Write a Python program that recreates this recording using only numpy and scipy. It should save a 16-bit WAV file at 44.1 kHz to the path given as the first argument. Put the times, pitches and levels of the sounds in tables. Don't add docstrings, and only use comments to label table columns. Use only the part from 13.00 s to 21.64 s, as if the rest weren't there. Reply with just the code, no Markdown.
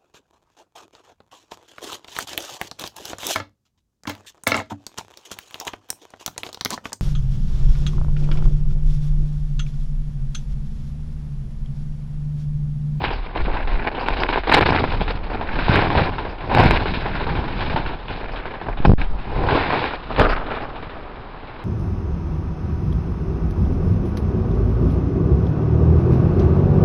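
import sys
import numpy as np
from scipy import signal
from scipy.fft import rfft, irfft
from scipy.io import wavfile
from scipy.ndimage import uniform_filter1d

SR = 44100
rng = np.random.default_rng(int(sys.argv[2]) if len(sys.argv) > 2 else 0)


def transcribe(signal):
    frames = np.atleast_2d(signal).T
    limited = np.clip(frames, -1, 1)
    pcm = np.round(limited * 32767).astype(np.int16)
    wavfile.write(sys.argv[1], SR, pcm)


def ratio_of_db(decibels):
    return 10 ** (np.asarray(decibels, float) / 20)


N = 381068


def rms_one(x):
    return x / np.sqrt(np.mean(x ** 2) + 1e-20)


def in_time(rows):
    start_s, *columns = np.transpose(rows)
    return [np.interp(np.arange(N) / SR, start_s, column) for column in columns]


def drift(rate_hz):
    pole = np.exp(-16 * np.pi * rate_hz / SR)
    noise = rng.standard_normal(N // 8 + 4002)
    slow = signal.lfilter([1], [1, -2 * pole, pole * pole], noise)[4000:]
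    return np.interp(np.arange(N) / 8, np.arange(len(slow)), rms_one(slow))


def response(spectrum, size=16384):
    pitch_hz, level_db = np.transpose(spectrum)
    grid_hz = np.maximum(np.arange(size // 2 + 1) * SR / size, 1)
    gain = ratio_of_db(np.interp(np.log(grid_hz), np.log(pitch_hz), level_db))
    cepstrum = irfft(np.log(gain))
    cepstrum[1:size // 2] *= 2
    cepstrum[size // 2 + 1:] = 0
    h = irfft(np.exp(rfft(cepstrum)))
    return h / np.sqrt(np.sum(h ** 2))


def through(spectrum, x):
    return signal.fftconvolve(x, response(spectrum))[:N]


def split(spectrum):
    low_hz, high_hz = 1205, 3030
    whole = response(spectrum)
    parts = []
    for cut_hz, kind in ((low_hz, "low"), ((low_hz, high_hz), "band"), (high_hz, "high")):
        part = signal.sosfilt(signal.butter(4, cut_hz, kind, fs=SR, output="sos"), whole)
        parts.append(part / np.sqrt(np.sum(part ** 2)))
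    return parts


def slips(per_s, spread_db, clump):
    force = ratio_of_db(spread_db * np.minimum(rng.exponential(1, N), 4))
    signed = force * rng.choice([-1, 1], N)
    return rms_one(signed * (rng.random(N) < per_s / SR) * clump)


# pitch_hz [Hz], level_db [dB per Hz]
ROOM_COLOUR = [(35, -28.5), (60, -3.5), (162, -2), (927, -13.5), (1100, -5), (1480, -10.5), (1930, -15),
               (3930, -22.5), (5300, -34), (6890, -62), (11700, -120)]


def room_noise():
    return ratio_of_db(-43.5) * through(ROOM_COLOUR, rng.standard_normal(N))


# pitch_hz [Hz], level_db [dB per Hz]
AIR_COLOUR = [(5, -0.5), (15, -5), (35, 3), (55, -9), (100, -25.5), (300, -68)]
# start_s [s], push_db [dB]
FANNING_MOVES = [(0.0, -31), (0.19, -21.5), (0.33, -33.5), (0.42, -15), (0.59, -22), (0.78, -13.5),
                 (0.85, -33), (1.04, -31), (1.14, -17), (1.16, -26), (1.89, -26.5), (1.92, -19.5),
                 (2.46, -29.5), (2.51, -20), (3.41, -32.5), (3.72, -15), (3.79, -25), (4.47, -26),
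                 (4.5, -25.5), (4.88, -24.5), (5.02, -33.5), (5.35, -27.5), (5.66, -39.5), (5.71, -20),
                 (5.75, -27.5), (5.92, -3), (6.06, -24.5), (6.11, -17.5), (6.15, -21.5), (6.27, -35),
                 (6.32, -20), (6.79, -37), (7.08, -34.5), (7.27, -16), (7.5, -33.5), (8.5, -40)]


def air_push():
    push_db, = in_time(FANNING_MOVES)
    swings = rms_one(through(AIR_COLOUR, rng.standard_normal(N)))
    chance_size = np.sqrt(uniform_filter1d(swings ** 2, size=SR // 16) + .15)
    calm = np.interp(np.arange(N) / SR, (5.79, 5.81, 5.98, 6.0), (1, 0, 0, 1))
    return calm * ratio_of_db(push_db) * rms_one(swings / chance_size)


# start_s [s], relative position after the throw [-1..1], throw_s [s]
THROWS = [(5.802, 0.36, 0.0012), (5.832, .6, 0.019), (5.850, -0.23, 0.022), (5.872, 0.9, 0.0017),
          (5.881, -1, 0.0015), (5.8934, 1, 0.0015), (5.897, -0.6, .0009), (5.9041, 0.85, 0.0015),
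          (5.917, -.7, 0.00073), (5.935, 0.45, 0.00089), (5.985, -0.11, 0.0057)]


def slams():
    hold_gain, kick_gain = 0.59, 0.73
    relax_hz, edge_hz, coupling_hz = 74.5, 1300, 1
    t = np.arange(N) / SR
    held, last_place = np.zeros(N), 0
    for start_s, place, throw_s in THROWS:
        held += (place - last_place) * np.clip((t - start_s) / max(throw_s, 1 / SR), 0, 1)
        last_place = place
    held = signal.sosfilt(signal.butter(2, edge_hz, fs=SR, output="sos"), held)
    kick = signal.lfilter(*signal.butter(2, relax_hz, "high", fs=SR), held)
    leaking = signal.lfilter(*signal.butter(1, coupling_hz, "high", fs=SR), held)
    return hold_gain * leaking + kick_gain * kick


# start_s [s], sensitivity_db [dB]
SENSITIVITY = [(5.859, 0), (5.865, -9), (5.935, -15), (5.945, -25), (5.976, -21), (5.982, 2.5), (5.995, 1)]


def diaphragm(sound):
    sensitivity_db, = in_time(SENSITIVITY)
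    return sound * ratio_of_db(sensitivity_db) + slams()


# pitch_hz [Hz], level_db [dB per Hz]
THUD_COLOUR = [(40, -16), (70, 1.5), (150, -2.5), (300, -12), (500, -27), (1000, -43.5)]


def thuds(level_db):
    lumps = ratio_of_db(2.7 * drift(51))
    return through(THUD_COLOUR, slips(900, 2.46, lumps) * ratio_of_db(level_db))


# start_s [s], hiss_db [dB over crinkle], thud_db [dB over rubbing]
CLOTH_KIND = [(0, -5, -2), (.3, -7, -1.5), (.6, -9.5, 2.5), (.9, -9.5, -6), (1.2, -6, -5.5), (1.52, -8, -9),
              (1.62, -7.5, -4), (1.901, 0.5, 7), (2.15, -4.5, 0.5), (2.399, -10.5, -3), (2.68, -4.5, 1),
              (2.8, -8.5, -1.5), (3.1, -4.5, -1), (3.4, -5.5, -0.5), (3.62, -7.5, -0.5), (3.92, -0.5, 5),
              (4.1, -8, -1), (4.3, -6, 7), (4.6, -4, 3.5), (4.8, -4, 2), (5.13, -2, 0), (5.45, -15, -3.5),
              (5.839, -14, -1), (5.88, -14, 25.5), (5.94, -8, 26), (5.97, -7, 8), (6.03, -12.5, 6),
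              (6.4, -5, -1), (6.65, -7, -8), (6.9, -6, -10), (7.15, -4.5, 2.5), (7.22, -10, -4),
              (7.349, -14.5, -8), (7.701, -11.5, -5.5), (8.64, -10, -4)]


def cloth_kind():
    return in_time(CLOTH_KIND)


# start_s [s], rub_db [dB], crinkle_db [dB over rubbing]
HAND_EFFORT = [(0, -27.5, -13), (.05, -27.5, 1.5), (.1, -31, -8.5), (.25, -42, -1), (.34, -40.5, -11),
               (.36, -27.5, -7), (.42, -35, -3), (.58, -30.5, -4), (.66, -38.5, -7), (.77, -32.5, -6.5),
               (.87, -23.5, -6.5), (.92, -33, -8), (1.03, -28.5, -8), (1.15, -28, -4.5), (1.23, -26, -7),
               (1.28, -37, -4), (1.295, -22.5, -1.5), (1.35, -29, -3.5), (1.38, -22, -5.5),
               (1.44, -45.5, -2), (1.49, -19.5, -3.5), (1.54, -11.5, -0.5), (1.6, -19.5, -6.5),
               (1.625, -15, 1), (1.648, -29, -3), (1.66, -17, -4), (1.68, -18.5, -2.5), (1.82, -25.5, -6),
               (1.99, -36, -4.5), (2.02, -21, -11), (2.04, -40, -1), (2.1, -30, -3.5), (2.2, -38.5, -11.5),
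               (2.35, -27, -8), (2.45, -33.5, -6.5), (2.55, -29, -1.5), (2.6, -30, -6), (2.65, -31.5, 1.5),
               (2.69, -20.5, -2.5), (2.76, -16, -2), (2.89, -23, -6), (2.98, -16, -8), (3.04, -21, -6.5),
               (3.13, -31, -14), (3.25, -32.5, -7), (3.38, -38, -10), (3.51, -26, -11), (3.56, -15, -5.5),
               (3.64, -13, -5.5), (3.7, -18.5, -5), (3.83, -31, -3), (4.09, -29.5, -3.5), (4.28, -32, -2),
               (4.35, -31, -6), (4.55, -34, -3.5), (4.62, -28, -1), (4.76, -29.5, -9), (4.87, -33.5, -4.5),
               (4.98, -40, -13), (5.13, -33, -5.5), (5.36, -35, -6), (5.48, -36.5, -2), (5.58, -40, -5),
               (5.68, -29, -8), (5.72, -37, -4.5), (5.76, -38.5, -12), (5.84, -32, -9), (5.851, -16.5, -4),
               (5.87, -30, -9), (5.99, -38, -8), (6.015, -31.5, 5.5), (6.06, -42, -30), (6.23, -38.5, -6.5),
               (6.42, -23.5, -15), (6.56, -18, -7), (6.64, -25, -3), (6.73, -20.5, -6.5), (6.85, -26.5, -1),
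               (6.95, -33.5, -3), (7.05, -41.5, -6), (7.1, -32, -11), (7.16, -35, -4), (7.19, -15.5, -5.5),
               (7.25, -17.5, -6), (7.34, -24.5, -2), (7.44, -33, -8.5), (7.52, -28.5, 1), (7.68, -35.5, -7),
               (8.25, -39.5, -10), (8.64, -40, -6.5)]


def hand_effort():
    return in_time(HAND_EFFORT)


# start_s [s], step_db [dB], reach_s [s]
STROKE_ENDS = [(.89, 13, 0.026), (1.399, 4, 0.04), (1.593, 14, 0.041), (2.121, 14, 0.052),
               (2.826, 4, 0.034), (3.1, 7.5, 0.069), (3.774, 5.5, 0.081), (6.96, 8, 0.064)]


def dead_stops():
    t = np.arange(N) / SR
    lean_db = np.zeros(N)
    for start_s, step_db, reach_s in STROKE_ENDS:
        nearness = np.clip(1 - np.abs(t - start_s) / reach_s, 0, 1)
        lean_db -= step_db / 2 * np.sign(t - start_s) * nearness
    return lean_db


# start_s [s], bunching_db [dB], far cloth [share 0-1]
HAND_JERKINESS = [(0, 4.5, 0.13), (1.4, 4.5, 0.06), (2.2, 5, 0.4), (2.7, 1.5, 0.2), (3.6, 2, 0),
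                  (4.9, 2.5, 0.3), (5.8, 5, 0.3), (6.3, 0, 0.1), (6.9, 1.5, 0.3), (7.15, -4.8, 0.9),
                  (8.64, 1.2, 0.2)]


def hand_jerkiness():
    return in_time(HAND_JERKINESS)


# pitch_hz [Hz], level_db [dB per Hz]
HOUSING_COLOUR = [(150, -27.5), (250, -1.5), (335, 0), (401, 1), (558, -3.5), (817, 2), (1040, -0.5),
                  (1230, -12.5), (1490, -5.5), (1710, -6), (1920, -10), (2320, -7), (3240, -19),
                  (3920, -19), (5250, -32.5), (6820, -79.5), (11600, -120)]


def housing_parts():
    return split(HOUSING_COLOUR)


# start_s [s], peak_db [dB], bright_db [dB], pitch_hz of the crease [Hz]
CLEAR_SNAPS = [(0.039, -8.5, -13, 2110), (0.358, -14, -17, 1510), (0.45, -19, -9, 1990),
               (0.48, -16, -27, 1450), (0.537, -20, -10.5, 1660), (0.673, -18, -6, 1950),
               (0.872, -9, 1, 1510), (0.967, -20, -9, 1730), (1.01, -13.5, -15, 1500),
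               (1.084, -2.5, -12, 1560), (1.159, -25, -1, 1470), (1.219, -10, -13, 1490),
               (1.234, -3.5, 4.5, 2000), (1.289, -6.5, -5.5, 1540), (1.327, -11, -4, 1560),
               (1.358, -6.5, -11, 1600), (1.434, -17, -4, 1500), (1.471, -12.5, -7, 1300),
               (1.495, -5, -17, 1880), (1.523, -4, -16, 1570), (1.541, 3, -25, 1470),
               (1.567, -1.5, -9.5, 1470), (1.584, -5, -12.5, 2320), (1.608, -1, -12, 1570),
               (1.629, -6, -10, 1420), (1.657, -11.5, -6, 2330), (1.689, -5, -14, 1740),
               (1.722, -5, -19, 1720), (1.759, -8, -13, 1540), (1.839, -4.5, -14, 1300),
               (1.918, -16, -25, 1520), (2.014, -9.5, -15, 1350), (2.078, -15.5, -4.5, 1430),
               (2.107, -22, -12, 2230), (2.41, -15.5, -12, 1560), (2.554, -21.5, 0, 1700),
               (2.588, -11, -4, 1500), (2.682, -6, -15, 2230), (2.715, -13, -2, 1620),
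               (2.902, -8, -6, 1610), (2.951, -6.5, -16, 1560), (3.182, -15.5, -9, 1470),
               (3.249, -19, -16, 1320), (3.499, -13.5, -14, 1540), (3.525, -15.5, -9, 2410),
               (3.548, -4, -7.5, 1430), (3.573, -2, -13, 2350), (3.595, -2, -12.5, 1600),
               (3.635, -0.5, -21, 1420), (3.708, -4, -2, 1320), (3.856, -10.5, -7.5, 1570),
               (3.937, -15, 2, 2470), (4.056, -14, -15, 1560), (4.152, -17, -3, 1680),
               (4.207, -15.5, -23, 1530), (4.267, -14, -14, 2240), (4.29, -17, -2, 1680),
               (4.351, -18, -11, 1580), (4.439, -16, -8, 1620), (4.477, -18.5, -10, 1480),
               (4.606, -15, -6, 1580), (4.76, -10, -9.5, 2000), (4.861, -16.5, -1, 1520),
               (4.933, -22, -8, 2440), (5.082, -20, -7, 2830), (5.334, -20, -13, 1470),
               (5.454, -18, -8.5, 1490), (5.538, -20.5, -11, 1680), (5.612, -20.5, -9, 1700),
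               (5.684, -13.5, -19.5, 1620), (5.71, -35, -7, 1640), (5.85, -1, -17, 1300),
               (5.854, -5, -18, 1860), (6.012, -22.5, -5, 1690), (6.486, -10, -9, 1610),
               (6.731, -7, -23, 1510), (6.84, -8.5, -4, 1740), (6.934, -23, -17, 1700),
               (7.161, -16.5, -2, 1390), (7.182, -9, -11, 1330), (7.513, -21, -16, 1510),
               (7.605, -21, -17, 1440), (7.825, -28, -3, 1450), (7.895, -24.5, -7, 1810),
               (8.482, -29.5, -18, 1460)]


def all_snaps(rub_db, jerk_db):
    per_s, over_rub_db, spread_db = 16, 9.5, 4.5
    bright_db, bright_spread_db = -8.5, 7
    low_hz, high_hz = 1300, 4900
    when, force, colour, size = rng.random((round(per_s * N / SR), 4)).T
    at = (when * (N - 1)).astype(int)
    peak_db = rub_db[at] + over_rub_db + 0.5 * (jerk_db[at] - 4.5) + spread_db * (2 * force - 1)
    brightness_db = bright_db + bright_spread_db * (2 * colour - 1)
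    pitch_hz = low_hz * (high_hz / low_hz) ** size
    return np.vstack([CLEAR_SNAPS, np.transpose([at / SR, peak_db, brightness_db, pitch_hz])])


def sticking(creases):
    stick_db, stick_s, lesser_grip = -3.5, 0.018, 0.49
    gripped = np.zeros(N)
    for k, (start_s, *_) in reversed(list(enumerate(creases))):
        grip = 1 if k < len(CLEAR_SNAPS) else lesser_grip
        gripped[max(round((start_s - stick_s) * SR), 0):round(start_s * SR)] = grip
    return ratio_of_db(stick_db * uniform_filter1d(gripped, size=SR // 500))


def snaps(creases):
    ring_db, ring_cycles = -4, 15
    dull, crinkly, hissing = housing_parts()
    out, t = np.zeros(N + SR), np.arange(SR // 8) / SR
    flurries = rng.standard_normal((len(creases), len(t)))
    flurries[:, :6] = 2.14 * np.sign(flurries[:, :1])
    for (start_s, peak_db, bright_db, pitch_hz), flurry in zip(creases, flurries):
        t60_s = np.clip(0.02 - 0.42 * (peak_db + 9.5), .008, .2)
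        ring = np.sin(2 * np.pi * pitch_hz * t) * ratio_of_db(-60 * t * pitch_hz / ring_cycles)
        colour = (dull + ratio_of_db(bright_db) * (crinkly + ratio_of_db(-4.5) * hissing))[:len(t)]
        colour = colour + ratio_of_db(bright_db + ring_db) * ring / np.sqrt(np.sum(ring ** 2))
        snap = signal.fftconvolve(flurry * ratio_of_db(-60 * t / t60_s), colour)
        out[round(start_s * SR):][:len(snap)] += ratio_of_db(peak_db) * snap / np.max(np.abs(snap))
    return out[:N]


# pitch_hz [Hz], level_db [dB per Hz]
FAR_COLOUR = [(150, -20.5), (250, 1), (362, -5), (443, 1), (572, -2), (729, -3), (977, -5), (1260, -1.5),
              (1850, -11), (2920, -20.5), (5250, -38.5), (6820, -69.5), (11600, -120)]


def rubbing(level_db, crinkle_db, hiss_db, jerk_db, far, grip):
    bunch = 1.87 * np.tanh(.3 * drift(30) + .45 * drift(98))
    coarse_clump = ratio_of_db(jerk_db * (bunch + .45 * drift(60)))
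    coarse = slips(2000, 2.38, coarse_clump) * ratio_of_db(level_db)
    middle_clump = ratio_of_db(jerk_db * (1.07 * bunch + .6 * drift(45)))
    middle = slips(2500, 3.6, middle_clump) * ratio_of_db(level_db + crinkle_db)
    fine_clump = ratio_of_db(jerk_db * (0.55 * bunch + 0.73 * drift(34)))
    fine = slips(8000, 3.4, fine_clump) * ratio_of_db(level_db + crinkle_db + hiss_db)
    out = np.zeros(N)
    for size, near_h, far_h in zip((coarse, middle, fine), housing_parts(), split(FAR_COLOUR)):
        held_back = size * grip
        out += signal.fftconvolve(held_back * (1 - far), near_h)[:N]
        out += signal.fftconvolve(held_back * far, far_h)[:N]
    return out


def scene():
    rub_db, crinkle_db = hand_effort()
    hiss_db, thud_db = cloth_kind()
    jerk_db, far = hand_jerkiness()
    creases = all_snaps(rub_db, jerk_db)
    sound = room_noise() + air_push() + thuds(rub_db + thud_db) + snaps(creases)
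    sound += rubbing(rub_db + dead_stops(), crinkle_db, hiss_db, jerk_db, far, sticking(creases))
    return diaphragm(sound)[None]


def roll_off(x):
    return signal.sosfilt(signal.butter(12, 15800, fs=SR, output="sos"), x)


def record(dry):
    band_edge_hz, image_cut_hz, mirror_end_hz = 5340, 5420, 6120
    keep_every, input_top, output_top = 4, .71, .72
    clipped = np.clip(dry, -input_top, input_top)
    narrow = signal.sosfilt(signal.ellip(12, .5, 60, band_edge_hz, fs=SR, output="sos"), clipped)
    sampled = narrow * (np.arange(N) % keep_every == 0) * keep_every
    stretched = signal.sosfilt(signal.butter(24, image_cut_hz, fs=SR, output="sos"), sampled)
    stretched = signal.sosfilt(signal.ellip(10, .5, 70, mirror_end_hz, fs=SR, output="sos"), stretched)
    return roll_off(np.clip(stretched, -output_top, output_top))


dry = scene()
out = record(dry)
transcribe(out)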